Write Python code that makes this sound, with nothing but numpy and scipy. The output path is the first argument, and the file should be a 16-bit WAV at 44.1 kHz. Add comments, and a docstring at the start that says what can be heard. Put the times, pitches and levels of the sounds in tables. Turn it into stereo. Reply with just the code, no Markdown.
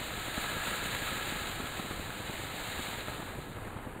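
"""A firework wheel spins on a wooden stand in a workshop, heard slightly from the right by two close microphone
ports. From the start its jet hisses over a low rumble, and dull knocks, probably the wheel chattering on its
axle, come ten to twenty times a second, many with a dry, bright tick. At first the burning tube also rings
hollow. The jet swells near 1 s, sinks, swells again near 2.8 s and burns out into a dull flame."""
import sys
import numpy as np
from scipy.fft import rfft, irfft, next_fast_len
from scipy.io import wavfile
from scipy.ndimage import map_coordinates

SR = 44100
rng = np.random.default_rng(int(sys.argv[2]) if len(sys.argv) > 2 else 0)


def master_out(mix):
    """Clip the mix to full scale and print it as 16-bit PCM to the path in sys.argv[1]."""
    frames = np.transpose(np.atleast_2d(mix))
    ceiling = np.clip(frames, -1, 1)
    pcm = np.round(ceiling * 32767).astype(np.int16)
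    wavfile.write(sys.argv[1], SR, pcm)


N = 176400

# Levels in the tables are relative.
# spectrum of the rumble: f/Hz, level/dB
RUMBLE_SPECTRUM = [(12, -0.5), (20, 3), (45, -1.5), (120, -2), (250, -8), (500, -10.5), (1200, -31)]
# envelope of the rumble: t/s, level/dB
RUMBLE_ENVELOPE = [(0, -45.5), (1.2, -44.5), (2.2, -45), (3, -45.5), (4, -45.5)]
# hum lines, probably electrical: f/Hz, bandwidth/Hz, level/dB
HUM_LINES = [(105, 12, 0), (157.4, 6.8, -4), (197.6, 1.8, 0), (246, 5, -3), (302.3, 5, 2), (496, 14, -7)]
# spectrum of the flame: f/Hz, level/dB
FLAME_SPECTRUM = [(100, -14), (300, 0.5), (500, -3), (780, 1.5), (1050, -0.5), (1300, -1), (2500, -7.5),
                  (3900, -15.5), (4600, -14), (5600, -25), (7100, -17.5), (11000, -21), (15000, -37)]
# envelope of the flame, which falters once as the jet dies: t/s, level/dB
FLAME_ENVELOPE = [(0, -48), (1.1, -46.5), (2.2, -48), (3.2, -46.5), (3.39, -47), (3.46, -50), (3.54, -49),
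                  (3.6, -46), (4, -47.5)]
# knocks of the wheel: t/s, level/dB, f/Hz
WHEEL_KNOCKS = [(0.016, -39, 200), (0.119, -38, 200), (0.179, -31.5, 280), (0.284, -32.5, 230),
                (0.381, -27, 200), (0.514, -36, 220), (0.57, -33, 270), (0.682, -33, 190),
                (0.718, -31.5, 240), (0.828, -33, 310), (0.858, -33, 240), (0.965, -36, 300),
                (1.025, -30.5, 300), (1.127, -30, 220), (1.177, -32.5, 220), (1.277, -32, 250),
                (1.324, -32.5, 230), (1.362, -34, 200), (1.421, -34, 170), (1.498, -33.5, 170),
                (1.604, -27.5, 190), (1.643, -34.5, 210), (1.799, -30.5, 220), (1.849, -35, 230),
                (1.912, -32.5, 240), (1.998, -33.5, 170), (2.096, -35.5, 230), (2.204, -33.5, 200),
                (2.298, -31, 180), (2.399, -35, 260), (2.438, -36, 240), (2.543, -37, 180),
                (2.686, -37, 150), (2.744, -39, 200), (2.795, -32, 200), (2.885, -34, 210),
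                (2.934, -35, 240), (2.986, -34, 180), (3.084, -34, 280), (3.126, -37, 220),
                (3.198, -32, 180), (3.231, -35.5, 210), (3.39, -33, 230), (3.438, -40, 170),
                (3.519, -41, 160), (3.573, -34, 250), (3.674, -33, 180), (3.767, -31.5, 160),
                (3.874, -32, 210), (3.965, -36, 250)]
# spectrum of a knock's chatter: f/Hz, level/dB
CHATTER_SPECTRUM = [(20, -17), (45, -2), (130, -3), (300, -4), (550, -2), (1000, -7), (2000, -18),
                    (5000, -38), (15000, -60)]
# resonances of the tube: f/Hz, bandwidth/Hz, level/dB
TUBE_RESONANCES = [(1286, 28, 5.5), (1344, 36, 2), (1477, 60, -4.5), (1650, 34, 5), (1712, 36, 1.5)]
# envelope of the tube's ring before expansion: t/s, level/dB
TUBE_ENVELOPE = [(0, -46.5), (.3, -44.3), (.5, -40.5), (.72, -39), (.95, -41.6), (1.2, -41), (1.6, -45),
                 (2, -49), (2.5, -49), (2.95, -46.5), (3.5, -53), (4, -58)]
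# surges of the ring: t/s, rise/dB
TUBE_SURGES = [(0.48, 1), (0.675, 2), (0.738, 4.5), (1.09, 2), (1.22, 3), (1.66, 8)]
# bright ticks, many landing on the knocks: t/s, level/dB
BRIGHT_TICKS = [(0.017, -35), (0.283, -29), (0.332, -32), (0.445, -38), (0.519, -31), (0.672, -25),
                (0.732, -33), (0.905, -29.5), (0.939, -32), (1.212, -32), (1.826, -30), (2.104, -28),
                (2.454, -35), (2.883, -32), (2.986, -32), (3.083, -30), (3.204, -31), (3.351, -34),
                (3.384, -37), (3.585, -34), (3.674, -36.5), (3.742, -40), (3.894, -39)]
# spectrum of a tick: f/Hz, level/dB
TICK_SPECTRUM = [(150, -11), (600, 0), (1700, 0.5), (4000, -19), (12000, -19)]
# envelope of the hiss, following the thrust: t/s, level/dB
JET_ENVELOPE = [(0, -37), (0.3, -35.5), (0.45, -34.7), (0.7, -34), (0.97, -34), (1.1, -33), (1.45, -36),
                (1.75, -38.5), (2.15, -40), (2.4, -38.5), (2.6, -37.5), (2.82, -35.5), (3.05, -40),
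                (3.25, -43), (3.45, -49), (3.7, -55), (4, -63)]
# spectrum of the hiss: f/Hz, level/dB
HISS_SPECTRUM = [(100, -25), (400, -12), (780, -7.3), (1080, -9.6), (1950, -5.1), (2750, -6.0),
                 (3300, -4.9), (3850, 0.0), (4500, -3.2), (5000, -7.1), (5600, -10.0), (6300, -7.8),
                 (7100, -5.5), (7900, -12.4), (9400, -16.6), (10200, -20.3), (12200, -20.2), (13800, -17.2),
                 (15100, -12.6), (15600, -15.8)]
# narrow resonances within the hiss: f/Hz, bandwidth/Hz, level/dB
HISS_RESONANCES = [(2149, 90, -6), (2524, 70, -7), (2994, 50, -6), (3780, 90, -3), (3950, 70, 1),
                   (7076, 90, -4), (9370, 80, -15), (14970, 150, -11)]
# coherence of the two ports: f/Hz, coherence (0-1)
PORT_COHERENCE = [(60, .98), (500, .97), (2000, .92), (4000, .95), (5000, .998), (6100, .998), (7100, .87),
                  (8200, .58), (9700, .35), (10800, .68), (12500, .33), (15300, .86)]
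# lag of the left port: f/Hz, phase/rad
LEFT_LAG = [(0, 0), (4000, 2.35), (5000, 3.05), (6200, 3.2), (9600, 5.3), (10100, 3.3), (12100, 3.1),
            (12700, 1.3), (15700, 3.1)]


def amp(db):
    """Amplitude ratio of a level in decibels."""
    return 10 ** (np.asarray(db) / 20)


def along(points, hz):
    """Interpolation of (f/Hz, value) points on a logarithmic frequency axis."""
    f, values = np.transpose(points)
    return np.interp(np.log(hz + 1), np.log(f + 1), values)


def envelope(points):
    """Linear interpolation of (t/s, value) points at every sample."""
    return np.interp(np.arange(N) / SR, *np.transpose(points))


def wobble(rate):
    """Slow random modulation: a spline through `rate` Gaussian values a second."""
    knots = rng.standard_normal(int(N * rate / SR) + 4)
    return map_coordinates(knots, [np.arange(N) * rate / SR])


def filtered(x, response):
    """Linear filtering: the spectrum is multiplied by a frequency response."""
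    size = next_fast_len(N + SR // 2)
    hz = np.fft.rfftfreq(size, 1 / SR)
    return irfft(rfft(x, size) * response(hz), size)[..., :N]


def colour(points):
    """Magnitude response through (f/Hz, level/dB) points."""
    return lambda hz: amp(along(points, hz))


def resonances(modes):
    """Magnitude response of damped resonators whose powers add."""
    return lambda hz: np.sqrt(sum(
        np.abs(amp(db) * hz * width / (centre ** 2 - hz ** 2 + 1j * hz * width)) ** 2
        for centre, width, db in modes))


def spread(pair, response):
    """Partial coherence: two independent signals, filtered as mid and side, give stereo of rms 1."""
    def mid_side(hz):
        angle = np.arccos(np.clip(along(PORT_COHERENCE, hz), 0, 1)) / 2
        return response(hz) * np.array([np.cos(angle), np.sin(angle)])
    mid, side = filtered(pair, mid_side)
    stereo = np.array([mid + side, mid - side])
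    return stereo / np.sqrt(np.mean(stereo ** 2) + 1e-20)


def noise(response):
    """Spectral shaping of white noise, in stereo at rms 1."""
    return spread(rng.standard_normal((2, N)), response)


def workshop():
    """Background noise: an amplitude-modulated rumble and a faint, steady narrow-band hum."""
    rumble = amp(envelope(RUMBLE_ENVELOPE) + 1.6 * wobble(40)) * noise(colour(RUMBLE_SPECTRUM))
    hum = amp(-55) * noise(resonances(HUM_LINES))
    return rumble + hum


def flame():
    """Combustion noise: a dull, flickering rush that outlasts the jet."""
    flicker_db = 1.27 * wobble(40) + 1.3 * wobble(150)
    return amp(envelope(FLAME_ENVELOPE) + flicker_db) * noise(colour(FLAME_SPECTRUM))


def knocks(decay_cycles=0.33, dip_lead_s=0.0053, dip_width_s=0.003, rise_s=0.0102, fall_s=0.0084):
    """Impact transients: a soft pressure dip, then a short pitched pop, inside a swell of chatter."""
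    thumps, swell = np.zeros(N), np.zeros(N)
    for peak_s, db, hz in WHEEL_KNOCKS:
        t = np.arange(N) / SR - peak_s
        pop = amp(1.5) * np.cos(2 * np.pi * hz * t) * np.exp(-np.abs(t) * hz / decay_cycles)
        dip = amp(-9.5) * np.exp(-((t + dip_lead_s) / dip_width_s) ** 2)
        thumps += amp(db) * (pop - dip)
        swell += amp(db) * np.exp(-np.maximum(-t / rise_s, t / fall_s))
    chatter = amp(-9) * swell * noise(colour(CHATTER_SPECTRUM))
    return thumps + chatter


def tube(expansion=1.12, pivot_db=-46, surge_s=0.018):
    """Forced resonance: the jet drives the tube's modes, most at full burn and in short surges."""
    t = np.arange(N) / SR
    ring_db = pivot_db + expansion * (envelope(TUBE_ENVELOPE) - pivot_db)
    surge_db = sum(db * np.exp(-((t - peak_s) / surge_s) ** 2) for peak_s, db in TUBE_SURGES)
    flutter_db = 0.9 * wobble(44.54)
    return amp(ring_db + surge_db + flutter_db - 2.5) * noise(resonances(TUBE_RESONANCES))


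def ticks(decay_s=0.0018):
    """Impulsive ticks: dry, bright clicks of abrupt onset and exponential decay, many of them on the knocks."""
    t = np.arange(N) / SR
    bursts = sum(amp(db) * (t > onset_s) * np.exp(-np.abs(t - onset_s) / decay_s)
                 for onset_s, db in BRIGHT_TICKS)
    return amp(-1) * bursts * noise(colour(TICK_SPECTRUM))


def jet(sparks_per_s=600, spark_spread_db=3.2, treble_hz=5000, treble_db_per_db=0.039):
    """Turbulence radiates a hiss, peppered with spark cracks; more thrust makes it louder and brighter."""
    thrust_db = envelope(JET_ENVELOPE)
    impulses = (rng.random((2, N)) < sparks_per_s / SR) * rng.choice([-1, 1], (2, N))
    spark_db = spark_spread_db * np.minimum(rng.exponential(size=(2, N)), 5)
    cracks = amp(-8.5) * spread(impulses * amp(spark_db), colour(HISS_SPECTRUM))
    hiss = noise(colour(HISS_SPECTRUM)) + amp(-9) * noise(resonances(HISS_RESONANCES)) + cracks
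    treble = filtered(hiss, lambda hz: hz ** 4 / (hz ** 4 + treble_hz ** 4))
    treble_gain = amp(treble_db_per_db * (thrust_db - thrust_db.mean()))
    flutter_db = 0.78 * (wobble(24.99) + wobble(140))
    return (hiss + treble * (treble_gain - 1)) * amp(thrust_db + flutter_db)


def scene():
    """Superposition, with a phase difference: all sound reaches the right port just before the left."""
    def port_phase(hz):
        lag = np.interp(hz, *np.transpose(LEFT_LAG))
        return np.exp(0.5j * np.array([-lag, lag]))
    sound = jet() + tube() + ticks() + flame() + knocks() + workshop()
    return filtered(sound, port_phase)


def record(dry, low_hz=18, top_hz=15750):
    """Band limiting: a first-order roll-off of the deepest bass and a sharp cut of the highest treble."""
    return filtered(dry, lambda hz: (hz < top_hz) * hz / np.hypot(hz, low_hz))


dry = scene()
out = record(dry)
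master_out(out)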